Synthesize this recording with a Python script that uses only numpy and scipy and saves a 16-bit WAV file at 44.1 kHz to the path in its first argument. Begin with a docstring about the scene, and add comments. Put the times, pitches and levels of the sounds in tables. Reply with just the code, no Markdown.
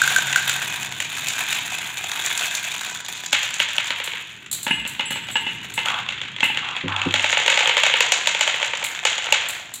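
"""Marbles in a toy track

Plastic marbles run through funnel, chute, spiral rails and wooden ramp on a table in a bare room; a hand stirs the jam.
Clacks and rattle are impulses filtered by contact spectra; tube, track, ramp, table and metal ring as damped modes.
Floor bounces are bare clicks; rolling, funnel hum and a low rumble are filtered noise.
Dense decaying echoes, led by one wall, form the room."""
import sys
import numpy as np
from scipy import signal
from scipy.fft import rfft, irfft
from scipy.io import wavfile

SR = 44100
rng = np.random.default_rng(int(sys.argv[2]) if len(sys.argv) > 2 else 0)


def dump_mix(stems):
    """Bounce the given channels to the path in sys.argv[1] as a 16-bit WAV at rate SR."""
    frames = np.atleast_2d(stems).T  # one column per channel
    limited = np.clip(frames, -1, 1)  # hard clip at full scale
    pcm = np.round(limited * 32767).astype(np.int16)
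    wavfile.write(sys.argv[1], SR, pcm)


N = 432180
LEAD = SR // 2   # samples: the marbles are already running when the sound begins

# All levels in the tables are relative: some sources are scaled again in the mix.
# single clacks: start_s, body_level_db, tick_level_db
CLACK_EVENTS = [(1.002, -11, -14.5), (1.2694, -14.5, -22), (1.284, -15.5, -8.5), (1.5283, -12.5, -14),
                (2.2617, -35, -11.5), (2.3761, -18, -10.5), (2.5508, -21, -9.5), (3.2436, -31.5, -25.5),
                (3.4304, -12, -16), (3.541, -22, -14.5), (3.6868, -15, -23), (3.7458, -31, -40),
                (5.2859, -16, -29), (5.8579, -10.5, -22), (7.1397, 0, -11.5), (7.2427, -2, -17),
                (7.328, -3, -23), (7.3709, -1, -39), (7.399, -7, -15.5), (7.462, -7, -14),
                (7.4792, 1.5, -15), (7.5009, -5, -9.5), (7.525, -4, -20), (7.5742, -1, -13),
                (7.591, -8, -11), (7.6056, -3, -30), (7.657, -4, -24), (7.674, -3, -11),
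                (7.6939, -1.5, -24), (7.768, -1.5, -18), (7.7781, -3, -14.5), (7.8345, 1, -9),
                (7.864, -2.5, -13), (7.898, -7.5, -22), (7.9387, -0.5, -29), (8.0058, 0, -4.5),
                (8.1203, -3, -1.5), (8.2719, -2.5, -6.5), (8.3477, -7, -18), (8.4092, -1.5, -6),
                (8.4764, -3.5, -13.5), (8.5418, -9, -26), (8.617, -12, -27), (8.6276, -5, -19),
                (8.68, -16.5, -29), (8.7348, -8.5, -32), (8.8276, -11, -34), (9.0517, 0.5, -4),
                (9.1799, -10.5, -21), (9.2673, -11.5, -33), (9.324, 2, -4.5)]
# hollow of the plastic under a clack: pitch_hz, level_db, t60_s
HOLLOW_MODES = [(556, 1, 0.019), (873, 0.5, 0.026)]
# one marble jumps the track and hops across the table: start_s of each touch
HOP_TIMES = [3.329, 3.6006, 3.782, 3.9049, 4.0003, 4.0755, 4.135]
HOP_DB, HOP_LOSS_DB = 2, 3   # body of the first touch, and loss with every hop
HOP_TICK_DB, HOP_TICK_LOSS_DB = -6.5, 6.5
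HOP_THUD_DB = -32.5   # answer of the table top to the first hop
# spectrum of a sharp contact as the microphone colours it: pitch_hz, level_db
CONTACT_SPECTRUM = [(350, -18.5), (570, -15), (720, -6), (880, -8), (1230, -9.5), (2130, -1.5),
                    (3440, -0.5), (5190, -14), (7010, 0.5), (8600, -15), (12600, -28.5), (15300, -9.5)]

# loose rattle of many marbles: start_s, level_db
RATTLE_LEVEL = [(0, -29), (1.1, -35.5), (1.4, -30), (1.95, -36), (2.3, -28.5), (3.2, -33.5), (4.2, -31.5),
                (4.35, -42), (5.7, -35.5), (6.0, -30), (6.9, -28), (7.3, -24), (7.9, -25), (8.9, -28),
                (9.449, -26.5), (9.8, -47)]
RATTLE_SPREAD_DB, RATTLE_ROOM_DB = 3.5, -6
# where the crowd is: funnel, chute, spiral rails, wooden ramp, stirred by hand:
# start_s, contacts_per_s, tick_db, hollow_db, track_ring_db (these three above the body),
# sparkle_db (above the tick), knock_db (hollow knock above the body of a single clack)
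CROWD_STAGES = [(0, 450.1, -3, -5, 0.5, -4, -18), (2.6, 198.8, 1.5, -4, 0, -9.5, -15),
                (3.799, 303.3, -10, -12, -8, -7, -11), (5.9, 168, -18.5, -14.5, -10.5, -16.5, -14),
                (7.0, 168.7, -4, -2, -32, -20, -9)]
STAGE_FADE_S = 0.24
# short rings of the plastic track pieces: pitch_hz, level_db, t60_s
TRACK_MODES = [(943, -12.5, 0.097), (1590, 1.5, 0.023), (2504, -2, 0.094), (3572, 9.5, 0.011)]

# drops into the tube under the funnel: start_s, level_db
DROP_EVENTS = [(0.0169, -4.5), (0.076, -6.5), (0.162, -5.5), (0.3594, -5), (0.495, -6)]
# modes of the tube: pitch_hz, level_db, t60_s
TUBE_MODES = [(1484, -1, 0.018), (1554, 3, 0.023)]
TUBE_CLACK_DB, TUBE_TICK_DB = -6, -3   # each drop also clacks; relative to the drop's level

# landings on the ramp: start_s, ring_level_db, clack_level_db
LANDING_EVENTS = [(4.666, -25.5, -8.5), (4.708, -20.5, -39), (4.851, -36, -17), (4.995, -25, -11),
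                  (5.106, -29, -14.5), (5.157, -31.5, -15.5), (5.355, -22.5, -11), (5.466, -28.5, -18.5),
                  (5.777, -23.5, -10.5), (6.429, -21, -6.5), (6.499, -28, -27)]
# modes of the wooden ramp: pitch_hz, level_db, t60_s
RAMP_MODES = [(226, -2, 0.021), (890, 0, 0.045), (1705, 1, 0.035), (2090, 0, 0.06), (2490, 0, 0.04),
              (2692, 2, 0.06), (2902, 3, 0.085)]
LANDING_TICK_DB = -20   # relative to the clack
REBOUND_S, REBOUND_DB = 0.013, -2   # a landing marble touches again at once
SKITTER_S = 0.037   # decay time constant of the flurry as a marble skitters on
# marbles knock the slats on their way down the ramp: start_s, level_db
SLAT_EVENTS = [(5.884, -11), (5.901, -18), (5.942, -18), (5.9876, -17), (6.088, -13.5), (6.1075, -23),
               (6.123, -17), (6.2149, -14.5), (6.363, -20), (6.4052, -12.5), (6.5457, -20), (6.572, -9),
               (6.6874, -18), (6.7098, -19), (6.765, -15), (6.881, -15), (6.963, -13), (7.016, -11.5),
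               (7.0528, -17.5), (7.087, -19), (7.195, -10.5)]
# modes of a slat: pitch_hz, level_db, t60_s
SLAT_MODES = [(2675, 3, 0.013), (3330, 4.5, 0.013)]
SLAT_CLACK_DB, SLAT_TICK_DB = 0, -12.5   # relative to the knock

# bounces on the hard floor, further off: start_s, level_db
BOUNCE_EVENTS = [(4.041, -13.5), (4.514, -7.5), (4.5282, -5), (4.6304, -10.5), (4.876, -13),
                 (5.1072, -12.5), (5.3133, -20), (5.409, -28), (5.739, -16), (6.44, -13.5), (8.8418, -8.5),
                 (9.4865, -9), (9.739, -11.5)]
# spectrum of one floor bounce: pitch_hz, level_db
BOUNCE_SPECTRUM = [(2350, -19.5), (4000, -0.5), (5230, -19.5), (7530, 3), (8730, -4.5), (15600, -12.5)]
# marbles touching something metal by the floor: start_s, level_db
PING_EVENTS = [(4.7064, -25), (5.0554, -25.5), (5.1064, -27.5), (5.3168, -35), (5.412, -36.5), (5.739, -26)]
# modes of the metal: pitch_hz, level_db, t60_s
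METAL_MODES = [(7710, 4, 0.35), (9600, -0.5, 0.053), (14100, -25, 0.13)]

# bumps against the table: start_s, level_db
BUMP_EVENTS = [(6.838, -18.5), (6.857, -19.5), (7.061, -13.5)]
# modes of the table top: pitch_hz, level_db, t60_s
TABLE_MODES = [(97, -12.5, 0.85), (170, 1, 0.07), (275, 5, 0.055), (350, 3, 0.035), (500, -2, 0.03)]
TABLE_ROOM_DB = -16
# a dull low handling thud: start_s, level_db
THUD_EVENTS = [(4.775, -37)]
# mode of the handling thud: pitch_hz, level_db, t60_s
THUD_MODES = [(64, 0, .4)]

# marbles rolling down the wood: start_s, length_s, level_db
ROLLING_RUNS = [(5.847, 0.17, -25), (6.606, 0.18, -31.5), (6.871, 0.23, -26.5)]
ROLL_EDGE_S, ROLL_SAG_DB_PER_S = 0.017, 18
# hum of the funnel under circling marbles
FUNNEL_HZ, FUNNEL_WIDTH_HZ, FUNNEL_DB, FUNNEL_EMPTIES_DB_PER_S = 136.2, 2.5, -37, 14

# spectrum of the low rumble: pitch_hz, level_db
RUMBLE_SPECTRUM = [(25, -29), (49, -9), (123, 7), (413, -5), (600, -19), (1320, -120)]
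# the low rumble comes and goes: start_s, level_db
RUMBLE_LEVEL = [(0, -41.5), (1.5, -44.5), (4, -51), (5.5, -41.5), (8.5, -50)]
# reverberation time of the room: pitch_hz, t60_s
ROOM_DECAY = [(200, 1), (700, 0.8), (3000, 0.92), (9000, 0.35), (15000, 0.42)]
ROOM_GAP_S = 0.010   # the echoes rise from silence over this time
SLAP_S, SLAP_DB = 0.021, 7   # the nearest wall answers in one lump
SEND_CUT_HZ = 8400   # the treble of near marbles hardly fills the room
CUTOFF_HZ = 16200


def clacks(parts):
    """Impact of hard plastic: a contact spectrum over a damped hollow; returns direct sound and room send."""
    near, far = np.zeros(N + 1100), np.zeros(N + 1100)
    hollow_blows = []
    for s, body_db, tick_db in blows():
        *_, sparkle_db, knock_db = crowd(s)
        click = from_db([body_db, tick_db, tick_db + sparkle_db]) @ parts[[0, 1, 3]]
        at = round(s * SR)
        near[at:at + 1099] += from_db(-5.0) * np.convolve(click, contact(length_s=0.0032))
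        far[at:at + 700] += from_db(5.5) * click
        hollow_blows.append((s, body_db + knock_db))
    knock = ring(hollow_blows, HOLLOW_MODES, spread_db=0.5, touch_s=0.0023, detune=0.052)
    knock = band(knock, 244, 2440)
    return near[:N] + knock, far[:N] + from_db(-8.0) * knock


def blows():
    """Collisions as point events (start_s, body_db, tick_db): clacks, hops, drops, slat knocks and landings."""
    hops = [(s, HOP_DB - HOP_LOSS_DB * k, HOP_TICK_DB - HOP_TICK_LOSS_DB * k)
            for k, s in enumerate(HOP_TIMES)]
    drops = [(s, db + TUBE_CLACK_DB, db + TUBE_TICK_DB) for s, db in DROP_EVENTS]
    knocks = [(s, db + SLAT_CLACK_DB, db + SLAT_TICK_DB) for s, db in SLAT_EVENTS]
    landings = [(s, db, db + LANDING_TICK_DB) for s, _, db in LANDING_EVENTS]
    rebounds = [(s + REBOUND_S, db + REBOUND_DB, tick_db) for s, db, tick_db in landings]
    return CLACK_EVENTS + hops + drops + knocks + landings + rebounds


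def voices():
    """Spectral decomposition of a sharp contact into body, tick, hollow and sparkle, each of peak 1."""
    click = impulse(CONTACT_SPECTRUM)[:700]
    ranges_hz = [(1066, 4000), (3850, 9200), (305, 2120), (9230, 14340)]
    parts = np.array([band(band(click, low, high), low / 2, high) for low, high in ranges_hz])
    return parts / np.abs(parts).max(axis=1, keepdims=True)


def contact(length_s):
    """Chatter of a contact: one sharp touch, then a random flurry decaying exponentially."""
    touches = 0.5 * rng.standard_normal(400) * np.exp(-np.arange(400) / (length_s * SR))
    touches[0] = 1
    return touches


def rattle(parts):
    """Random point process: short contacts of uneven size, each with its own spectral balance and track ring."""
    count = N + LEAD
    t = (np.arange(count) - LEAD) / SR
    body_db, per_s, tick_db, hollow_db, ring_db, sparkle_db, _ = crowd(t)
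    at = np.flatnonzero(rng.random(count) < per_s / SR)
    size_db = RATTLE_SPREAD_DB * np.minimum(rng.exponential(1, len(at)), 3.0)
    decay = np.exp(-1 / (0.0029 * SR))
    out = 0
    for db, part in zip([0, tick_db, hollow_db, tick_db + sparkle_db], parts):
        struck = np.full(count, 1e-18)
        struck[at] = from_db(size_db + 5 * rng.standard_normal(len(at)))
        flurry = signal.lfilter([1], [1, -decay], struck) * rng.standard_normal(count)
        bursts = flurry + 2.9 * struck
        out = out + from_db(db) * rms_one(coloured(bursts, part))
    rings = band(track_rings(at, size_db, count), 380, 4700)
    return from_db(body_db) * (out + from_db(ring_db) * rms_one(rings))


def track_rings(at, size_db, count):
    """Two-pole resonance: each contact excites one mode, drawn from three differently tuned sets."""
    piece = rng.integers(0, 3 * len(TRACK_MODES), len(at))
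    rings = 0
    for k, (hz, level_db, t60) in enumerate(TRACK_MODES * 3):
        struck = np.full(count, 1e-18)
        struck[at[piece == k]] = from_db(size_db[piece == k] + level_db)
        radius = from_db(-60 / (t60 * SR))
        detune = 1 + 0.043 * (k // len(TRACK_MODES) - 1)
        w = 2 * np.pi * hz * detune / SR
        rings = rings + signal.lfilter([1, 0, -1], [1, -2 * radius * np.cos(w), radius ** 2], struck)
    return rings


def crowd(t):
    """Linear interpolation of the rattle level and the stage columns, one stage fading into the next."""
    rows = np.array(CROWD_STAGES)
    ends = np.append(rows[1:, 0], N / SR) - 1e-3
    # each stage holds from the end of its fade-in until the next stage begins
    knots = np.ravel([rows[:, 0] + STAGE_FADE_S, ends], "F")
    columns = [np.interp(t, knots, np.repeat(c, 2)) for c in rows.T[1:]]
    return np.interp(t, *np.transpose(RATTLE_LEVEL)), *columns


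def tube():
    """Modal resonance: each drop excites the damped modes of the tube."""
    return from_db(5.0) * ring(DROP_EVENTS, TUBE_MODES, spread_db=-3.0, touch_s=0.0024)


def ramp():
    """Modal resonance: landings, each with a skitter, ring the ramp, and knocks ring its slats."""
    landings = ring(LANDING_EVENTS, RAMP_MODES, spread_db=3.0, touch_s=0.0012, skitter=0.01, detune=0.0047)
    slats = ring(SLAT_EVENTS, SLAT_MODES, spread_db=3.5, touch_s=0.0017, detune=0.02)
    return from_db(7.0) * band(landings, 95, 6600) + slats


def bounces():
    """Non-resonant impact: a small hard ball on a hard floor gives bare clicks, with nothing to ring."""
    clicks = np.zeros(N)
    clicks[[round(s * SR) for s, _ in BOUNCE_EVENTS]] = from_db(np.array(BOUNCE_EVENTS)[:, 1])
    click = impulse(BOUNCE_SPECTRUM)
    return coloured(clicks, click / np.abs(click).max())


def chatter(clicks):
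    """Chatter: each floor bounce is a sharp touch and a few ms of random flurry."""
    return coloured(clicks, contact(length_s=0.0065))


def metal():
    """Modal resonance: a short touch and a faint skitter excite high, detuned metal modes."""
    pings = ring(PING_EVENTS, METAL_MODES, spread_db=5.5, touch_s=0.00079, skitter=0.0045, detune=0.00325)
    return from_db(-8.5) * pings


def table():
    """Modal resonance: bumps and hops excite the table top; a dull low handling thud has one mode."""
    hops = [(s, HOP_THUD_DB - HOP_LOSS_DB * k) for k, s in enumerate(HOP_TIMES)]
    out = ring(BUMP_EVENTS, TABLE_MODES, spread_db=0, touch_s=0.004, skitter=0.05)
    out += ring(hops, TABLE_MODES, spread_db=4, touch_s=0.0012)
    return out + ring(THUD_EVENTS, THUD_MODES, spread_db=0, touch_s=0.01)


def ring(events, modes, spread_db, touch_s, skitter=0, detune=0):
    """Modal synthesis: each blow, spread over the touch time, strikes every mode unevenly and a little off pitch.
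    A flurry may follow, felt most by the high modes (skitter per kHz)."""
    out = np.zeros(N + 2 * SR)
    for s, db, *_ in events:
        for hz, level_db, t60 in modes:
            n = np.arange(int((t60 + 8 * SKITTER_S * (skitter > 0)) * SR))
            strength, off = rng.standard_normal(2)
            clicks = skitter * hz / 1000 * rng.standard_normal(len(n)) * np.exp(-n / (SKITTER_S * SR))
            clicks[0] = 1
            turn = np.exp(2j * np.pi * hz * (1 + detune * off) / SR)
            swell = np.exp(-1 / (touch_s * SR))   # a second pole on the same pitch lets the mode build up
            tone = signal.lfilter([1], [1, -from_db(-60 / (t60 * SR)) * turn], clicks)
            tone = signal.lfilter([1 - swell], [1, -swell * turn], tone).imag
            out[round(s * SR) + n] += from_db(db + level_db + spread_db * strength) * tone
    return out[:N]


def rolling():
    """Surface roughness: grainy noise of the wood through the hollow of the ramp; each run fades as it leaves."""
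    t = np.arange(N) / SR
    runs = 0
    for s, length, db in ROLLING_RUNS:
        sag_db = ROLL_SAG_DB_PER_S * np.clip(t - s, 0, length)
        edges = np.clip(np.minimum(t - s, s + length - t) / ROLL_EDGE_S, 0, 1)
        runs = runs + from_db(db - sag_db) * edges
    grain = rng.standard_normal(N) ** 3   # cubing makes the noise spiky
    return runs * rms_one(band(grain, 780, 1500))


def funnel():
    """Resonance driven by noise: one narrow low band, fading as the funnel empties."""
    noise = rng.standard_normal(N + LEAD)
    hum = band(noise, FUNNEL_HZ - FUNNEL_WIDTH_HZ, FUNNEL_HZ + FUNNEL_WIDTH_HZ)[LEAD:]
    return from_db(FUNNEL_DB - FUNNEL_EMPTIES_DB_PER_S * np.arange(N) / SR) * rms_one(hum)


def rumble():
    """Spectral shaping: white noise is filtered to the low rumble, whose level comes and goes."""
    level_db = np.interp(np.arange(N) / SR, *np.transpose(RUMBLE_LEVEL))
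    return from_db(level_db) * rms_one(coloured(rng.standard_normal(N), impulse(RUMBLE_SPECTRUM)))


def room(x):
    """Reverberation: dense echoes rise, swell with the first wall and die band by band; energy 1."""
    t = np.arange(SR) / SR
    edges = 60 * 2 ** np.arange(0, 8.6, 0.5)   # half-octave bands, Hz
    slap = from_db(SLAP_DB * np.exp(-((t - SLAP_S) / 0.005) ** 2))
    white = slap * rng.standard_normal((2, SR))   # neighbouring bands take different noise
    echoes = 0
    for k, (low, high) in enumerate(zip(edges, edges[1:])):
        t60 = at_hz(ROOM_DECAY, np.sqrt(low * high))
        echoes = echoes + band(white[k % 2], low, high) * from_db(-60 * t / t60)
    echoes *= np.clip(t / ROOM_GAP_S, 0, 1) ** 2
    return signal.fftconvolve(x, echoes / np.sqrt(np.sum(echoes ** 2)))[:len(x)]


def impulse(spectrum):
    """Minimum phase: folding the cepstrum gives a causal response with the given spectrum."""
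    cepstrum = irfft(np.log(from_db(at_hz(spectrum, np.fft.rfftfreq(8192, 1 / SR)))))
    cepstrum[1:4096] *= 2
    cepstrum[4097:] = 0
    return irfft(np.exp(rfft(cepstrum)))[:4096]


def from_db(db):
    """Logarithmic level: decibels to amplitude gain."""
    return 10 ** (np.asarray(db) / 20)


def rms_one(x):
    """Normalisation: scale to rms 1."""
    return x / np.sqrt(np.mean(x ** 2) + 1e-20)


def at_hz(points, hz):
    """Interpolation of a table on a log-frequency axis."""
    table_hz, values = np.array(points)[:, :2].T
    return np.interp(np.log(hz + 1), np.log(table_hz), values)


def coloured(x, response):
    """Convolution of a signal with an impulse response."""
    return signal.oaconvolve(x, response)[:len(x)]


def band(x, low_hz, high_hz):
    """Band limitation by a Butterworth band-pass."""
    return signal.sosfilt(signal.butter(3, [low_hz, high_hz], "band", fs=SR, output="sos"), x)


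def scene():
    """Superposition: all sources add, direct and through the room."""
    parts = voices()
    near, far = clacks(parts)
    loose = rattle(parts)
    in_tube, on_ramp, on_metal, on_table = tube(), ramp(), metal(), table()
    floor, wood = bounces(), rolling()

    sent = from_db(RATTLE_ROOM_DB) * loose
    sent[LEAD:] += far
    sent = signal.sosfilt(signal.butter(2, SEND_CUT_HZ, fs=SR, output="sos"), sent)
    sent[LEAD:] += from_db(9.5) * floor + from_db(-8.5) * in_tube + from_db(-8.0) * on_ramp
    sent[LEAD:] += from_db(-8.0) * on_metal + from_db(TABLE_ROOM_DB) * on_table + from_db(-7.0) * wood

    direct = near + loose[LEAD:] + in_tube + on_ramp + from_db(-6.5) * chatter(floor)
    direct = direct + on_metal + on_table + wood + funnel() + rumble()
    return (direct + room(sent)[LEAD:])[None]


def record(dry):
    """Saturation and band limitation: peaks are rounded, the lowest bass and the top are cut."""
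    rounded = 0.92 * np.tanh(dry / 1.35)
    thinned = signal.sosfilt(signal.butter(2, 45, "high", fs=SR, output="sos"), rounded)
    return signal.sosfilt(signal.cheby2(14, 40, CUTOFF_HZ, fs=SR, output="sos"), thinned)


dry = scene()
out = record(dry)
dump_mix(out)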